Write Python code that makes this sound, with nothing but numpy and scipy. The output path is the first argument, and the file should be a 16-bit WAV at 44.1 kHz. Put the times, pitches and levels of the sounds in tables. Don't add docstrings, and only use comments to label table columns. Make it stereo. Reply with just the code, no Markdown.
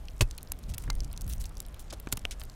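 import sys
import numpy as np
from scipy import signal
from scipy.fft import rfft, irfft
from scipy.io import wavfile
from scipy.ndimage import uniform_filter1d, minimum_filter1d

SR = 44100
rng = np.random.default_rng(int(sys.argv[2]) if len(sys.argv) > 2 else 0)


def store_wav(level_fs):
    pcm = np.round(np.clip(np.atleast_2d(level_fs), -1, 1) * 32767)
    wavfile.write(sys.argv[1], SR, pcm.T.astype(np.int16))


def volts(x):
    e = np.asarray(x, float) / 20
    return 10 ** e


N = 112455

# start_s, peak_db, ring_hz, left_right_db, t60_s
LOUD_PELLETS = [(0.084, -31, 3160, -27, 0.0069), (0.2087, -11.5, 2740, 42, 0.0024),
                (0.3104, -29.5, 6300, 31, 0.0066), (0.3787, -23, 11800, 5, 0.012),
                (0.4297, -25, 12900, 30, 0.0041), (0.5188, -16, 10040, 39, 0.0097),
                (0.7402, -36, 2750, -8, 0.0085), (0.7806, -20, 12800, 21, 0.012),
                (0.9015, -18, 5270, 44, 0.011), (1.0043, -23.5, 5050, 22, 0.0054),
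                (1.129, -29.5, 10900, 24, 0.0053), (1.1756, -28, 5130, 22, 0.0089),
                (1.278, -25, 12400, 3, 0.019), (1.3348, -24, 6360, 29, 0.0034),
                (1.4416, -33.5, 3370, 5.5, 0.015), (1.455, -29, 6460, 23, 0.012),
                (1.6024, -26, 6060, 36, 0.0046), (1.999, -28, 12800, 0, 0.015),
                (2.1243, -14, 9700, 40, 0.02), (2.173, -30, 2930, 32, 0.0063),
                (2.1929, -32.5, 6550, 19, 0.0053), (2.415, -32.5, 3230, 20, 0.0065)]
# start_s, peak_db, ring_hz, left_right_db
SOFT_PELLETS = [(0.3834, -31, 3330, 9), (0.4728, -40, 4380, 0), (0.535, -42, 2710, -8),
                (0.5889, -36.5, 12100, 6), (0.637, -40.5, 4610, 18), (0.7187, -40, 4760, 7),
                (0.7988, -39, 8120, -5), (0.822, -35.5, 11500, 12.5), (0.838, -35, 9100, 20),
                (0.952, -31, 11900, 6), (1.034, -35.5, 5730, 3), (1.0452, -32, 7000, 13),
                (1.114, -39, 4460, 11), (1.1375, -40, 3040, 24), (1.1632, -37, 5360, -6),
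                (1.243, -39.5, 5600, 18), (1.4148, -29.5, 7990, 17), (1.5695, -33.5, 5230, 20),
                (1.6506, -38.5, 3960, 1), (1.7435, -40, 3130, -12), (1.7944, -32, 9700, 12),
                (1.9057, -33, 6040, 8), (2.0878, -37, 5660, 7), (2.3968, -34.5, 9850, 23),
                (2.4359, -29.5, 11400, 0), (2.4975, -35.5, 5430, 27)]
# start_s, peak_db, ring_hz, left_right_db
MORE_PELLETS = [(.0333, -57, 6670, 2), (0.0547, -42, 5700, -9), (.1336, -53, 5490, -8),
                (0.1798, -41, 8810, -5), (.254, -50, 13000, 25), (0.3493, -43, 6000, 3),
                (0.396, -55, 6040, 5), (0.407, -49, 8900, 2), (.411, -49, 12500, 8), (.458, -50, 10000, 5),
                (.485, -43, 11000, 8), (.498, -46, 7000, 8), (.632, -39, 10000, 8),
                (0.693, -39.5, 7000, 15), (0.9303, -39, 7280, 11), (0.984, -42, 5000, 1),
                (1.1004, -50, 5000, 5), (1.2176, -27, 9670, 26), (1.265, -33, 12500, 8),
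                (1.3275, -29, 7460, 14), (1.353, -35, 13000, 3), (1.36, -41, 12000, 10),
                (1.3806, -35, 7500, 0), (1.40, -32, 12100, 8), (1.4093, -32.5, 7000, 19),
                (1.4238, -37, 7500, 10), (1.4394, -30, 12100, 19), (1.464, -43, 8000, 10),
                (1.493, -38.5, 8950, 15), (1.5438, -46, 9000, 10), (1.553, -43, 8000, 10),
                (1.58, -38, 10000, 13), (1.591, -45, 6000, 8), (1.6033, -22.5, 12300, 28),
                (1.619, -39, 12000, 8), (1.6266, -43, 6870, 9), (1.664, -35.5, 10000, 11),
                (1.685, -40, 9000, 0), (1.743, -34, 10900, -1), (1.842, -44, 9000, 3),
                (2.0268, -47, 9000, -5), (2.0717, -36, 7000, 12), (2.114, -50, 11000, 20),
                (2.157, -48, 9000, 16), (2.2283, -48, 9000, 12), (2.2523, -28.5, 6440, 26),
                (2.428, -41, 8000, 12), (2.452, -35, 10500, 16)]
# start_s, level_db, length_s, centre_hz, left_right_db
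SPRAYS = [(0.191, -48.5, 0.0093, 8000, 6), (0.2077, -20, 0.0096, 5000, 48), (0.213, -30.5, 0.015, 5500, 34),
          (0.685, -48, 0.032, 5560, 22), (0.737, -34.5, 0.01, 5900, 0), (0.788, -51.5, 0.067, 9000, 6),
          (1.209, -36, 0.004, 7100, 25), (1.294, -40.5, 0.034, 5400, 3), (1.402, -41, 0.022, 8000, 0),
          (1.453, -49, 0.019, 8100, 17), (1.792, -44, 0.024, 9700, 9), (1.924, -37, 0.016, 5000, 5.5),
          (2.125, -21, 0.0033, 6730, 40), (2.13, -35, 0.007, 6900, 28), (2.1705, -30.5, 0.005, 12100, 30),
          (2.308, -33, 0.015, 4500, 5.5), (2.323, -44, 0.015, 3500, 3), (2.402, -46, 0.013, 7000, 20)]
# start_s, level_db, length_s, centre_hz, left_right_db
CRUMBS = [
    (1.284, -38, 0.056, 21000, 7),
    (2.117, -41, 0.0078, 6900, 28),
    (1.9, -43, 0.0099, 4370, 26),
    (3.1, -52, 0.0065, 4300, 24),
    (1.907, -41, 0.0069, 3900, 10),
]
# start_s, peak_db, ring_hz, t60_s
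HOUSING_KNOCKS = [(0.208, -8.5, 110, 0.12), (0.2245, -2.5, 48.7, 0.0606), (.246, -16, 28.4, .2),
                  (0.2093, -22, 2580, 0.067), (0.218, -15, 367, 0.041), (.903, -33.5, 2090, 0.066),
                  (2.072, -16, 287, 0.013), (2.127, -20.5, 249, 0.033), (2.132, -19.5, 110, 0.075),
                  (2.177, -18.5, 115, 0.013), (2.2526, -5.5, 2890, 0.0044), (2.252, -17, 1490, 0.0063)]
# start_s, peak_db, centre_hz, t60_s
NOISY_KNOCKS = [(.209, -21, 760, 0.057), (0.209, -23, 3020, 0.057), (.518, -37, 730, 0.021),
                (0.837, -40.5, 1500, 0.047), (0.877, -36, 950, 0.04), (0.9, -24.5, 845, 0.019),
                (1.51, -38, 740, 0.024), (1.925, -34, 437, 0.09), (2.072, -31, 1390, 0.02),
                (2.125, -22, 1490, 0.018), (2.128, -34.5, 320, 0.095), (2.252, -31.5, 487, 0.029),
                (2.1737, -29.5, 1540, 0.018), (2.415, -36, 870, 0.013)]
# time_s, level_db, left_right_db
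GUSTS = [
    (0, -41, -2.5),
    (.35, -43, 2.5),
    (1.1, -39, -2),
    (1.7, -42, -1.5),
    (2.55, -43, 2.5),
]
# top_s, over_wind_db, half_length_s, port (1 left, -1 right)
PUFFS = [
    (0.513, 9, 0.039, -1),
    (0.701, 7.9, 0.056, 1),
    (.70, 8, 0.069, -1),
    (.885, 13, 0.035, -1),
    (.94, 8, 0.11, 1),
    (1.02, 8.1, 0.08, -1),
    (1.26, 7.3, 0.074, -1),
    (1.35, 8.5, 0.11, 1),
    (1.48, 5, 0.073, -1),
]
# freq_hz, density_db_per_hz
WIND_SPECTRUM = [(20, 2), (50, 3), (80, -7), (165, -18.5), (350, -31), (600, -37.5)]
# freq_hz, density_db_per_hz
HUSH_SPECTRUM = [(110, -10), (220, -3.5), (770, -7), (1200, -11), (4000, -22), (11000, -27), (14500, -28.5),
                 (16000, -40)]


def band(x, centre_hz, share, order=1):
    edges_hz = np.clip([centre_hz / (1 + share), centre_hz * (1 + share)], 20, 0.47 * SR)
    return signal.lfilter(*signal.butter(order, edges_hz, "band", fs=SR), x)


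def add(out, x, start_s, left_right_db):
    far_delay_s, far_cutoff_hz = 0.001124, 5000
    gain_sum = volts(left_right_db / 2) + volts(-left_right_db / 2)
    for port, sign in enumerate((1, -1)):
        far = sign * left_right_db < 0
        first = int((start_s + far * far_delay_s) * SR)
        heard = x[port]
        if far:
            heard = signal.lfilter(*signal.butter(1, far_cutoff_hz, fs=SR), heard)
        part = out[port, first:first + len(heard)]
        part += heard[:len(part)] * 2 * volts(sign * left_right_db / 2) / gain_sum


def tick(peak_db, ring_hz, t60_s):
    attack_s, tail_db, tail_t60_s, crack_db = 0.00058, -44.5, 0.014, -5
    t = np.arange(1800) / SR
    noise = rng.standard_normal((2, len(t)))
    decay = volts(-60 * t / t60_s) + volts(tail_db - 60 * t / tail_t60_s)
    shape = np.clip(t / attack_s, 0, 1) * decay
    ring = band(noise * shape, ring_hz, 0.35, order=2)
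    crack = band(noise[::-1] * shape, 6000, 1.8, order=2)
    crack_gain = volts(crack_db) * min(ring_hz / 5000, 1) ** 3
    x = ring / abs(ring).max() + crack_gain * crack / abs(crack).max()
    return x * volts(peak_db) / abs(x).max(axis=1, keepdims=True)


def spray(level_db, length_s, centre_hz, share=1.36):
    grains_per_s, grain_spread_db, dust = 1200, 5, 0.4
    t = np.arange(6000) / SR
    chance = rng.random((2, 2, len(t)))
    grain_db = np.minimum(-grain_spread_db * np.log(chance[1] + 1e-9), 9)
    grains = (chance[0] < grains_per_s / SR) * volts(grain_db)
    density = signal.lfilter([1], [1, -0.97], grains) + dust
    x = band(density * rng.standard_normal((2, len(t))), centre_hz, share, order=2)
    swell = np.clip(t / (0.0013 + 0.098 * length_s), 0, 1)
    tail = np.exp(-np.clip(t - length_s, 0, 1) / (0.4 * length_s))
    shape = swell * volts(-7 * t / length_s) * tail
    return x / x[:, t < length_s].std(axis=1, keepdims=True) * shape * volts(level_db)


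def pellets():
    out = np.zeros((2, N))
    for start_s, peak_db, ring_hz, left_right_db, t60_s in LOUD_PELLETS:
        add(out, tick(peak_db, ring_hz, t60_s), start_s, left_right_db)
    for start_s, peak_db, ring_hz, left_right_db in SOFT_PELLETS:
        add(out, tick(peak_db, ring_hz, 0.011), start_s, left_right_db)
    for start_s, level_db, length_s, centre_hz, left_right_db in SPRAYS:
        add(out, spray(level_db, length_s, centre_hz), start_s, left_right_db)
    return out


def housing_knocks():
    out = np.zeros((2, N))
    t = np.arange(9000) / SR
    for start_s, peak_db, ring_hz, t60_s in HOUSING_KNOCKS:
        ring = np.sin(2 * np.pi * ring_hz * t) * volts(peak_db - 60 * t / t60_s) / 2
        add(out, np.tile(ring, (2, 1)), start_s, 28)
    return out


def noisy_knocks():
    out = np.zeros((2, N))
    t = np.arange(9000) / SR
    for start_s, peak_db, centre_hz, t60_s in NOISY_KNOCKS:
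        noise = rng.standard_normal((2, len(t))) * volts(-60 * t / t60_s)
        x = band(noise, centre_hz, 0.78, order=2)
        add(out, x * volts(peak_db) / abs(x).max(), start_s, 24)
    return out


def strays():
    out = np.zeros((2, N))
    for start_s, peak_db, ring_hz, left_right_db in MORE_PELLETS:
        add(out, tick(peak_db, ring_hz, 0.0055), start_s, left_right_db)
    for start_s, level_db, length_s, centre_hz, left_right_db in CRUMBS:
        add(out, spray(level_db, length_s, centre_hz, share=0.66), start_s, left_right_db)
    return out


def far_patter():
    rate_per_s, base_db, spread_db, left_right_db = 190, -58, 4.5, 7
    out = np.zeros((2, N))
    chance = rng.random((600, 4))
    starts_s = np.cumsum(-np.log(chance[:, 0])) / rate_per_s
    for start_s, (_, size, pitch, side) in zip(starts_s, chance):
        if start_s < N / SR:
            peak_db = base_db + min(-spread_db * np.log(size), 12)
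            x = tick(peak_db, 3000 * 4 ** pitch, 0.003)
            add(out, x, start_s, left_right_db + 30 * (side - 0.5))
    return out


def walk(rate_hz):
    hold = int(SR / rate_hz)
    steps = np.repeat(rng.standard_normal((2, N // hold + 1)), hold, axis=1)
    return 0.86 * uniform_filter1d(uniform_filter1d(steps, hold), hold)[:, :N]


def coloured(spectrum, flicker_db, flicker_hz):
    hz, db = np.array(spectrum).T
    bins_hz = np.fft.rfftfreq(N, 1 / SR) + 1
    gain = volts(np.interp(np.log(bins_hz), np.log(hz), db))
    out = np.zeros((2, N))
    for octave in np.arange(0, np.log2(hz[-1] / hz[0]) + 0.5, 0.5):
        centre_hz = hz[0] * 2 ** octave
        part = np.clip(1 - 2 * abs(np.log2(bins_hz / centre_hz)), 0, 1) ** 0.5
        noise = irfft(rfft(rng.standard_normal((2, N))) * gain * part, N)
        out += noise * volts(flicker_db * walk(flicker_hz))
    return out / np.sqrt(np.mean(out ** 2))


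def wind():
    time_s, gust_db, left_right_db = np.array(GUSTS).T
    t = np.arange(N) / SR
    tilt_db = np.outer([0.5, -0.5], np.interp(t, time_s, left_right_db))
    level_db = np.interp(t, time_s, gust_db) + tilt_db + 4.0
    for top_s, over_wind_db, half_length_s, port in PUFFS:
        level_db[int(port < 0)] += over_wind_db * np.exp(-((t - top_s) / half_length_s) ** 2)
    return coloured(WIND_SPECTRUM, 2.57, 9) * volts(level_db)


def hush():
    port_db = np.array([[-53.5], [-56.5]])
    return coloured(HUSH_SPECTRUM, 2.6, 11) * volts(port_db)


def scene():
    top_soften_hz = 13250
    ice = pellets() + strays() + far_patter()
    softened = signal.lfilter(*signal.butter(1, top_soften_hz, fs=SR), ice)
    return softened + housing_knocks() + noisy_knocks() + wind() + hush()


def starve(x):
    below_click_db, quiet_db, treble_hz = -8, -83.5, 3500
    hz, _, z = signal.stft(x, SR, nperseg=256)
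    power_db = 10 * np.log10(uniform_filter1d(abs(z) ** 2, size=5, axis=1) + 1e-18)
    click_db = -minimum_filter1d(-power_db, size=11, axis=2)
    masked = power_db < click_db + below_click_db
    lost = masked & (power_db < quiet_db) & (hz[:, None] > treble_hz)
    return signal.istft(z * ~lost, SR, nperseg=256)[1][:, :N]


def low_pass(x):
    return signal.sosfilt(signal.butter(12, 17000, fs=SR, output="sos"), x)


def record(dry):
    squash, top_hz = 1.4, 15900
    rounded = np.tanh(squash * dry) / squash
    top_cut = signal.ellip(6, 0.5, 32, top_hz, fs=SR, output="sos")
    mix = starve(signal.sosfilt(top_cut, rounded))
    return low_pass(mix)


dry = scene()
out = record(dry)
store_wav(out)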